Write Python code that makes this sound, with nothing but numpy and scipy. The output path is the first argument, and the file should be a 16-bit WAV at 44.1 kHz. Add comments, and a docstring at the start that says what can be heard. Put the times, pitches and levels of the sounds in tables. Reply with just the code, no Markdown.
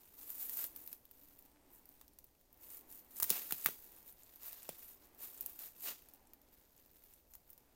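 """Slow steps through dry leaves in a quiet wood.
Each step shears the top leaves (grains of filtered noise in a bright crackle) and crushes the litter below;
brittle stalks tick and twigs snap (noise bursts with short rings), and the ground knocks and thuds (decaying sines).
Trunks scatter a faint answer (decaying noise as echo) over the air's low murmur and faint tones (shaped noise)."""
import sys
import numpy as np
from scipy import signal
from scipy.fft import rfft, irfft, next_fast_len
from scipy.io import wavfile
from scipy.ndimage import map_coordinates

SR = 44100
rng = np.random.default_rng(int(sys.argv[2]) if len(sys.argv) > 2 else 0)


def materialize(psi):
    """Save the field psi as 16-bit PCM at rate SR to the path in sys.argv[1].

    A 1-D psi becomes a single channel; in a 2-D psi each row is a channel.
    """
    bounded = np.clip(np.atleast_2d(psi).T, -1, 1)
    quanta = np.round(bounded * 32767).astype(np.int16)
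    wavfile.write(sys.argv[1], SR, quanta)


N = 341775
TIME = np.arange(N) / SR

# bright spectrum with a peak near 14 kHz, shared by stalks and twigs: (frequency [Hz], relative level [dB])
BREAK_SPECTRUM = [(300, -27), (2000, -26), (5000, -15), (7500, -11.5), (11000, -7.5), (14000, 0.5),
                  (17000, -3)]


def amp(db):
    """Decibels to gain."""
    return 10 ** (np.asarray(db) / 20)


def unit(x):
    """Scale x to rms 1."""
    return x / np.sqrt(np.mean(x ** 2) + 1e-20)


def decay(t, t60):
    """Exponential fade that falls by 60 dB in t60 seconds."""
    return np.exp(-np.log(1000) * t / t60)


def along(points, hz):
    """Read (frequency [Hz], value) points on a log frequency axis."""
    f, value = np.transpose(points)
    return np.interp(np.log(hz + 1), np.log(f), value)


def wobble(rate):
    """A smooth random curve with rate knots a second."""
    knots = rng.standard_normal(int(N * rate / SR) + 4)
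    return map_coordinates(knots, [TIME * rate])


def colour(x, spectrum):
    """Filter x with the given spectrum; minimum phase keeps the onset sharp."""
    m = 2 * next_fast_len(len(x))
    gain = amp(along(spectrum, np.fft.rfftfreq(m, 1 / SR)))
    # folding the cepstrum onto positive times makes the filter causal
    cepstrum = irfft(np.log(gain))
    cepstrum[1:m // 2] *= 2
    cepstrum[m // 2 + 1:] = 0
    response = np.exp(rfft(cepstrum))
    return irfft(rfft(x, m) * response, m)[:len(x)]


def resonate(x, hz, q):
    """Pass x through one resonance."""
    b, a = signal.iirpeak(hz, q, SR)
    return signal.lfilter(b, a, x)


def add(track, s, sound):
    """Mix a sound into the track at time s."""
    part = track[max(round(s * SR), 0):][:len(sound)]
    part += sound[:len(part)]


def hit(x, db):
    """Scale a blow so that the rms of its first three milliseconds has the given level."""
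    head = x[:round(.003 * SR)]
    return amp(db) * x / np.sqrt(np.mean(head ** 2))


def tread():
    """Levels of crackle and crush [dB]: each push grazes, swells, eases and lets go, then the leaves settle."""
    # a foot pushes through the litter:
    # (start [s], length [s], crackle of the top leaves [dB], crush of the layer below [dB re crackle])
    pushes = [(0.0, 0.17, -65, -12), (0.189, 0.097, -54.5, -15), (.295, 0.068, -50, -17),
              (.405, 0.037, -43.5, -18.5), (0.451, .08, -48, -17.5), (.54, 0.049, -43.5, -19.5),
              (.595, 0.038, -42, -13.5), (0.775, 0.16, -58, -15.5), (1.152, 0.31, -66, -13),
              (1.739, 0.02, -61, -24), (1.888, 0.16, -70, -11.5), (2.636, 0.073, -57, -16.5),
              (2.723, 0.051, -54, -16.5), (2.911, .09, -57, -16), (3.167, 0.13, -50.5, -17.5),
              (3.309, .075, -42.5, -8.5), (3.412, 0.21, -48.5, -12.5), (3.661, 0.055, -49, -11),
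              (3.782, 0.23, -60.5, -13), (4.075, 0.024, -56.5, -16.5), (4.19, .2, -65.5, -10.5),
              (4.444, 0.042, -50, -11.5), (4.52, 0.23, -56.5, -9.5), (4.791, 0.13, -55.5, -14),
              (5.029, 0.013, -64, -9.5), (5.228, 0.035, -48, -13), (5.309, .25, -56, -13.5),
              (5.618, 0.041, -50, -12), (5.835, .035, -44.5, -20), (5.872, .024, -44.5, -5.5),
              (6.501, 0.47, -72, -9), (6.968, 0.23, -67, -11.5), (7.322, 0.024, -66.5, -16),
              (7.486, 0.044, -69, -12)]
    rise, sag, fall = 305, 8, 290  # dB per second
    brush_db, brush_rate = -13, 130  # the sole grazes the top leaves before it bears down (dB, dB/s)
    settle_db, settle_rate = -18, 60  # bent leaves creep back afterwards (dB, dB/s)
    rest_db, rest_crush_db = -81, -88  # the litter under a standing foot

    t = TIME[::32]
    crackle_power, crush_power = amp(rest_db) ** 2, amp(rest_crush_db) ** 2
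    for start, length, db, crush_re_crackle_db in pushes:
        before = np.maximum(start - t, 0)
        after = np.maximum(t - start - length, 0)
        attack = np.maximum(-rise * before, brush_db - brush_rate * before)
        release = np.maximum(-fall * after, settle_db - settle_rate * after)
        level = db + attack - sag * np.clip(t - start, 0, length) + release
        crackle_power = crackle_power + amp(level) ** 2
        crush_power = crush_power + amp(level + crush_re_crackle_db) ** 2
    return [np.interp(TIME, t, 10 * np.log10(p)) for p in (crackle_power, crush_power)]


def grains(density, spread_db, t60, q, count):
    """A stream of tiny breaks of uneven size, shared among leaves that each ring in their own way."""
    t = np.arange(SR // 100) / SR
    out = np.zeros(N)
    for _ in range(count):
        at = np.flatnonzero(rng.random(N) < density / count / SR)
        size = amp(spread_db * np.minimum(rng.standard_normal(len(at)), 2))
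        breaks = np.zeros(N)
        breaks[at] = size * rng.choice([-1, 1], len(at))
        burst = rng.standard_normal(len(t)) * decay(t, t60)
        leaf = burst + 2 * resonate(burst, rng.uniform(2130, 16300), q)
        out += signal.oaconvolve(breaks, unit(leaf))[:N]
    # a denser stream gets finer grain, not a higher level
    return unit(out / np.sqrt(density))


def leaves(crackle_db, crush_db):
    """The harder the foot presses, the more leaves break each second, until they merge into a hiss."""
    # spectra of the sheared top leaves and the crushed layer below: (frequency [Hz], relative level [dB])
    crackle_spectrum = [(300, -65.5), (2000, -28), (5000, -19), (7500, -12), (10000, -9), (12000, -4.5),
                        (13500, 0), (14500, 4.5), (15800, -9), (18000, -6)]
    crush_spectrum = [(70, -40), (150, -4.5), (350, 0.5), (700, 0.5), (1300, -1.5), (2500, -1.5),
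                      (4500, -1), (7000, -5), (12000, -39)]
    density = 380 * amp(.75 * (crackle_db + 60))  # breaks per second
    breaks = grains(density, spread_db=1.5, t60=0.0055, q=5.7, count=24)
    clumps = amp(1.2 * wobble(80))  # the sole catches and slips
    crumbs = grains(density / 2, spread_db=-1.5, t60=0.01, q=3.8, count=6)  # coarser breaks deeper down
    # noise stands for the breaks too fine to tell apart
    top = unit(colour(breaks + 1.13 * rng.standard_normal(N), crackle_spectrum))
    below = unit(colour(breaks + 0.52 * crumbs + .5 * rng.standard_normal(N), crush_spectrum))
    return clumps * (amp(crackle_db + 0.18) * top + amp(crush_db + 1.03) * below)


def fracture(t60, scatter_db, scatter_t60):
    """A sudden break: a spike and a short burst, followed by its scatter off the litter all around."""
    t = np.arange(SR // 10) / SR
    envelope = decay(t, t60) + amp(scatter_db) * decay(t, scatter_t60)
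    x = rng.standard_normal(len(t)) * envelope
    x[0] += 3.5
    return x


def strays(crackle_db, count):
    """Lesser stalks give way at random, more often and louder as the rustle grows: rows like the near ones."""
    tick_base_db, follow, scatter_db, body_re_tick_db = -60, 0.54, 3, -14.5  # follow: dB per dB of rustle
    crowding = .25  # dB of likelihood per dB of rustle
    low_hz, high_hz = 7400, 15550  # most ring near the top of this range

    when, pitch, size, body = rng.random((count, 4)).T
    rustle_db = crackle_db - np.median(crackle_db)
    chance = np.cumsum(amp(crowding * rustle_db))
    s = np.interp(when, chance / chance[-1], TIME)
    tick_db = tick_base_db + follow * np.interp(s, TIME, rustle_db) + scatter_db * (2 * size - 1)
    body_db = tick_db + body_re_tick_db + scatter_db * (2 * body - 1)
    hz = high_hz - pitch ** 2 * (high_hz - low_hz)
    return list(zip(s, tick_db, body_db, hz))


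def stalks(crackle_db):
    """Each stalk gives one sharp tick: a brief ring at its own pitch, a splintery edge and a duller body."""
    # the nearest stalks giving way:
    # (time [s], tick level before the trims of its parts [dB], duller body level [dB], ring pitch [Hz])
    near_stalks = [(0.3031, -38.5, -68, 13170), (0.4954, -38.5, -53, 13760), (0.572, -36.5, -69, 14640),
                   (.642, -34, -51, 13480), (0.6663, -44.5, -75, 14060), (0.7617, -44.5, -58.5, 13120),
                   (0.8759, -43.5, -57.5, 14050), (0.9292, -41.5, -55.5, 12100),
                   (1.0535, -54.5, -67.5, 13560), (1.1122, -53, -67, 13460), (1.39, -52, -76, 13950),
                   (1.8562, -59, -69.5, 12400), (1.891, -55, -80.5, 14650), (2.243, -53, -69.5, 14900),
                   (2.5288, -57.5, -84.5, 14070), (3.6465, -34.5, -58.5, 13890), (4.359, -52, -66, 13100),
                   (4.481, -43, -62.5, 13420), (4.5297, -45, -58, 14270), (5.4092, -37.5, -74, 14480),
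                   (5.4618, -37.5, -57.5, 13150), (5.4965, -46, -66, 14960), (5.5915, -43.5, -60, 14950),
                   (6.087, -57.5, -66.5, 11630), (6.1371, -53, -68.5, 13750), (6.335, -53, -65, 14240),
                   (7.1379, -57, -76, 9600), (7.337, -56, -64.5, 6900), (7.3525, -48.5, -63, 14100),
                   (7.5031, -52, -71, 14550), (7.5317, -56, -71, 14100), (7.5783, -58, -67.5, 11850)]
    # spectrum of the duller body: (frequency [Hz], relative level [dB])
    body_spectrum = [(200, -28.5), (700, 2.5), (1600, -2.5), (3500, 0), (6000, 2.5), (9000, -12.5),
                     (14000, -36.5)]
    out, t = np.zeros(N), np.arange(SR // 10) / SR
    for s, tick_db, body_db, hz in near_stalks + strays(crackle_db, count=110):
        ring = np.sin(2 * np.pi * hz * t) * t * decay(t, 0.0026)
        splinter = fracture(t60=0.00098, scatter_db=-8.5, scatter_t60=0.043)
        edge = resonate(colour(splinter, BREAK_SPECTRUM), hz, q=2.0)
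        body = colour(fracture(t60=0.0026, scatter_db=-8.5, scatter_t60=0.03), body_spectrum)
        add(out, s, hit(ring, tick_db - 3) + hit(edge, tick_db - 0.5) + hit(body, body_db))
    return out


def twigs():
    """A twig snaps with a bright crack; its halves ring briefly and splinters rattle around that pitch."""
    # twigs breaking:
    # (time [s], crack level [dB], wood level before the trims of its parts [dB], wood resonance [Hz])
    snaps = [(1.311, -69.5, -67.5, 1410), (1.561, -82, -65, 1594), (1.571, -79, -69.5, 1900),
             (2.0128, -51, -59.5, 1270), (2.0801, -55, -62, 5640), (2.1874, -48.5, -63, 5450),
             (3.2007, -29.5, -44, 1244), (3.225, -27, -42, 1201), (3.2297, -23.5, -44, 1394),
             (3.242, -29, -46, 2010), (3.2958, -30, -55, 6460), (3.303, -19.5, -31.5, 3700),
             (3.3659, -41, -43, 1408), (3.423, -52, -53, 2220), (3.5093, -34, -41, 1483),
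             (3.5234, -26.5, -36, 2980), (3.6601, -20.5, -27.5, 1902), (3.664, -45, -40, 1693),
             (3.6872, -40, -44, 1470), (4.6914, -37, -44.5, 2800), (4.825, -59, -58, 2707),
             (5.991, -69.5, -60, 3215)]
    out, t = np.zeros(N), np.arange(SR // 10) / SR
    for s, crack_db, wood_db, hz in snaps:
        crack = colour(fracture(t60=0.012, scatter_db=-14.5, scatter_t60=0.08), BREAK_SPECTRUM)
        splinters = resonate(fracture(t60=0.0057, scatter_db=-9.5, scatter_t60=0.083), hz, q=1)
        ring = np.sin(2 * np.pi * hz * t) * decay(t, 0.0067)
        add(out, s, hit(crack, crack_db) + hit(splinters, wood_db - 5) + hit(ring, wood_db - 7))
    return out


def knocks():
    """Wood pressed into the soft ground: a heavily damped knock that leaves a short low ring."""
    # dull knocks under the sole: (time [s], level before the low cut [dB], pitch [Hz])
    blows = [(3.304, -46.5, 383), (3.3093, -42, 393), (3.5232, -46, 800), (3.5235, -44.5, 334.5),
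             (3.661, -45, 490), (3.6866, -44, 414.7), (4.691, -40, 596.2)]
    out, t = np.zeros(N), np.arange(SR // 10) / SR
    for s, db, hz in blows:
        add(out, s, hit(np.sin(2 * np.pi * hz * t) * decay(t, 0.0098), db))
    low_edge_hz = 135  # the knocks keep little below this; the deep thuds sound separately
    low_cut = signal.cheby1(6, 1, low_edge_hz, "high", fs=SR, output="sos")
    return signal.sosfilt(low_cut, out)


def thuds():
    """The soil gives under the heel and swings for a few cycles."""
    # the full weight of a step reaching the soil: (time [s], level before the envelope [dB], pitch [Hz])
    footfalls = [(3.525, -56, 60.9), (3.665, -52, 136.5), (4.695, -64, 146.4)]
    out, t = np.zeros(N), np.arange(SR // 4) / SR
    envelope = (1 - np.exp(-t / 0.0014)) * decay(t, 0.107)
    for s, db, hz in footfalls:
        add(out, s, amp(db) * np.sin(2 * np.pi * hz * t) * envelope)
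    return out


def forest(x):
    """Trunks scatter the sound back; each frequency dies at its own speed."""
    # the answer of the trunks: (frequency [Hz], 60 dB decay time [s])
    decay_times = [(150, 0.37), (1500, 0.087), (6000, 0.508), (15000, 0.39)]
    hz, t, noise = signal.stft(rng.standard_normal(SR // 2), SR, nperseg=256)
    fading = noise * decay(t, along(decay_times, hz)[:, None])
    tail = signal.istft(fading, SR, nperseg=256)[1]
    return signal.fftconvolve(x, tail / np.linalg.norm(tail))[:N]


def air():
    """A wavering low murmur over a steady rumble and faint hiss, all of it shaped noise."""
    # murmur of the air in the wood: (time [s], level before trim and wavering [dB])
    murmur_levels = [(0.0, -77.5), (.5, -71), (.8, -71.5), (1.1, -80), (1.73, -73), (2.42, -84.5),
                     (2.65, -71.5), (4.06, -73.5), (4.35, -77), (5.44, -71), (5.65, -77), (6.2, -75.5),
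                     (7.29, -82), (7.75, -75.5)]
    # spectra of the murmur and of the steady rumble and hiss: (frequency [Hz], relative level [dB])
    murmur_spectrum = [(60, -28.5), (170, -8.5), (280, 1), (430, -3.5), (650, -7), (880, -5), (1200, -12),
                       (2200, -14.5), (5000, -25.5)]
    hush_spectrum = [(15, 2), (35, -1), (62, 0), (105, -8.5), (200, -12.5), (600, -13.5), (1500, -35.5),
                     (5000, -26), (10000, -28), (14000, -20.5), (17000, -35.5)]
    murmur_db = np.interp(TIME, *np.transpose(murmur_levels)) + 1.0 + 0.51 * wobble(9.9)
    murmur = amp(murmur_db) * unit(colour(rng.standard_normal(N), murmur_spectrum))
    hush = amp(-72.5) * unit(colour(rng.standard_normal(N), hush_spectrum))
    return murmur + hush


def tones():
    """Narrow bands of noise, each through two equal resonances, fade in and out at the edge of hearing."""
    # faint fuzzy tones from far off:
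    # (start [s], end [s], pitch [Hz], width of each resonance [Hz], level before the fades [dB])
    far_tones = [(.12, 0.979, 284.5, 54.56, -77), (1.098, 2.154, 275, 49.96, -79.5),
                 (1.419, 2.079, 8400, 503, -88), (2.65, 3.298, 284.5, 50.1, -80),
                 (5.947, 6.55, 258, 59.8, -82.5), (6.082, 6.447, 799, 60.2, -82)]
    out = np.zeros(N)
    for start, end, hz, width_hz, db in far_tones:
        fade = np.clip(np.minimum(TIME - start, end - TIME) / 0.05, 0, 1)
        q = hz / width_hz
        band = resonate(resonate(rng.standard_normal(N), hz, q), hz, q)
        out += amp(db) * fade * unit(band)
    return out


def scene():
    """The steps, their echo among the trunks, the air and the far tones."""
    crackle_db, crush_db = tread()
    steps = leaves(crackle_db, crush_db) + stalks(crackle_db) + twigs() + knocks() + thuds()
    return (steps + amp(-15.0) * forest(steps) + air() + tones())[None]


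def record(dry):
    """Keep nothing above a band limit, with a narrow sloping edge."""
    top_hz, edge_hz = 16000, 300  # centre and width of the edge
    m = next_fast_len(N + SR // 2)
    gain = np.clip((top_hz - np.fft.rfftfreq(m, 1 / SR)) / edge_hz + .5, 0, 1)
    return irfft(rfft(dry, m) * gain, m)[:, :N]


dry = scene()
out = record(dry)
materialize(out)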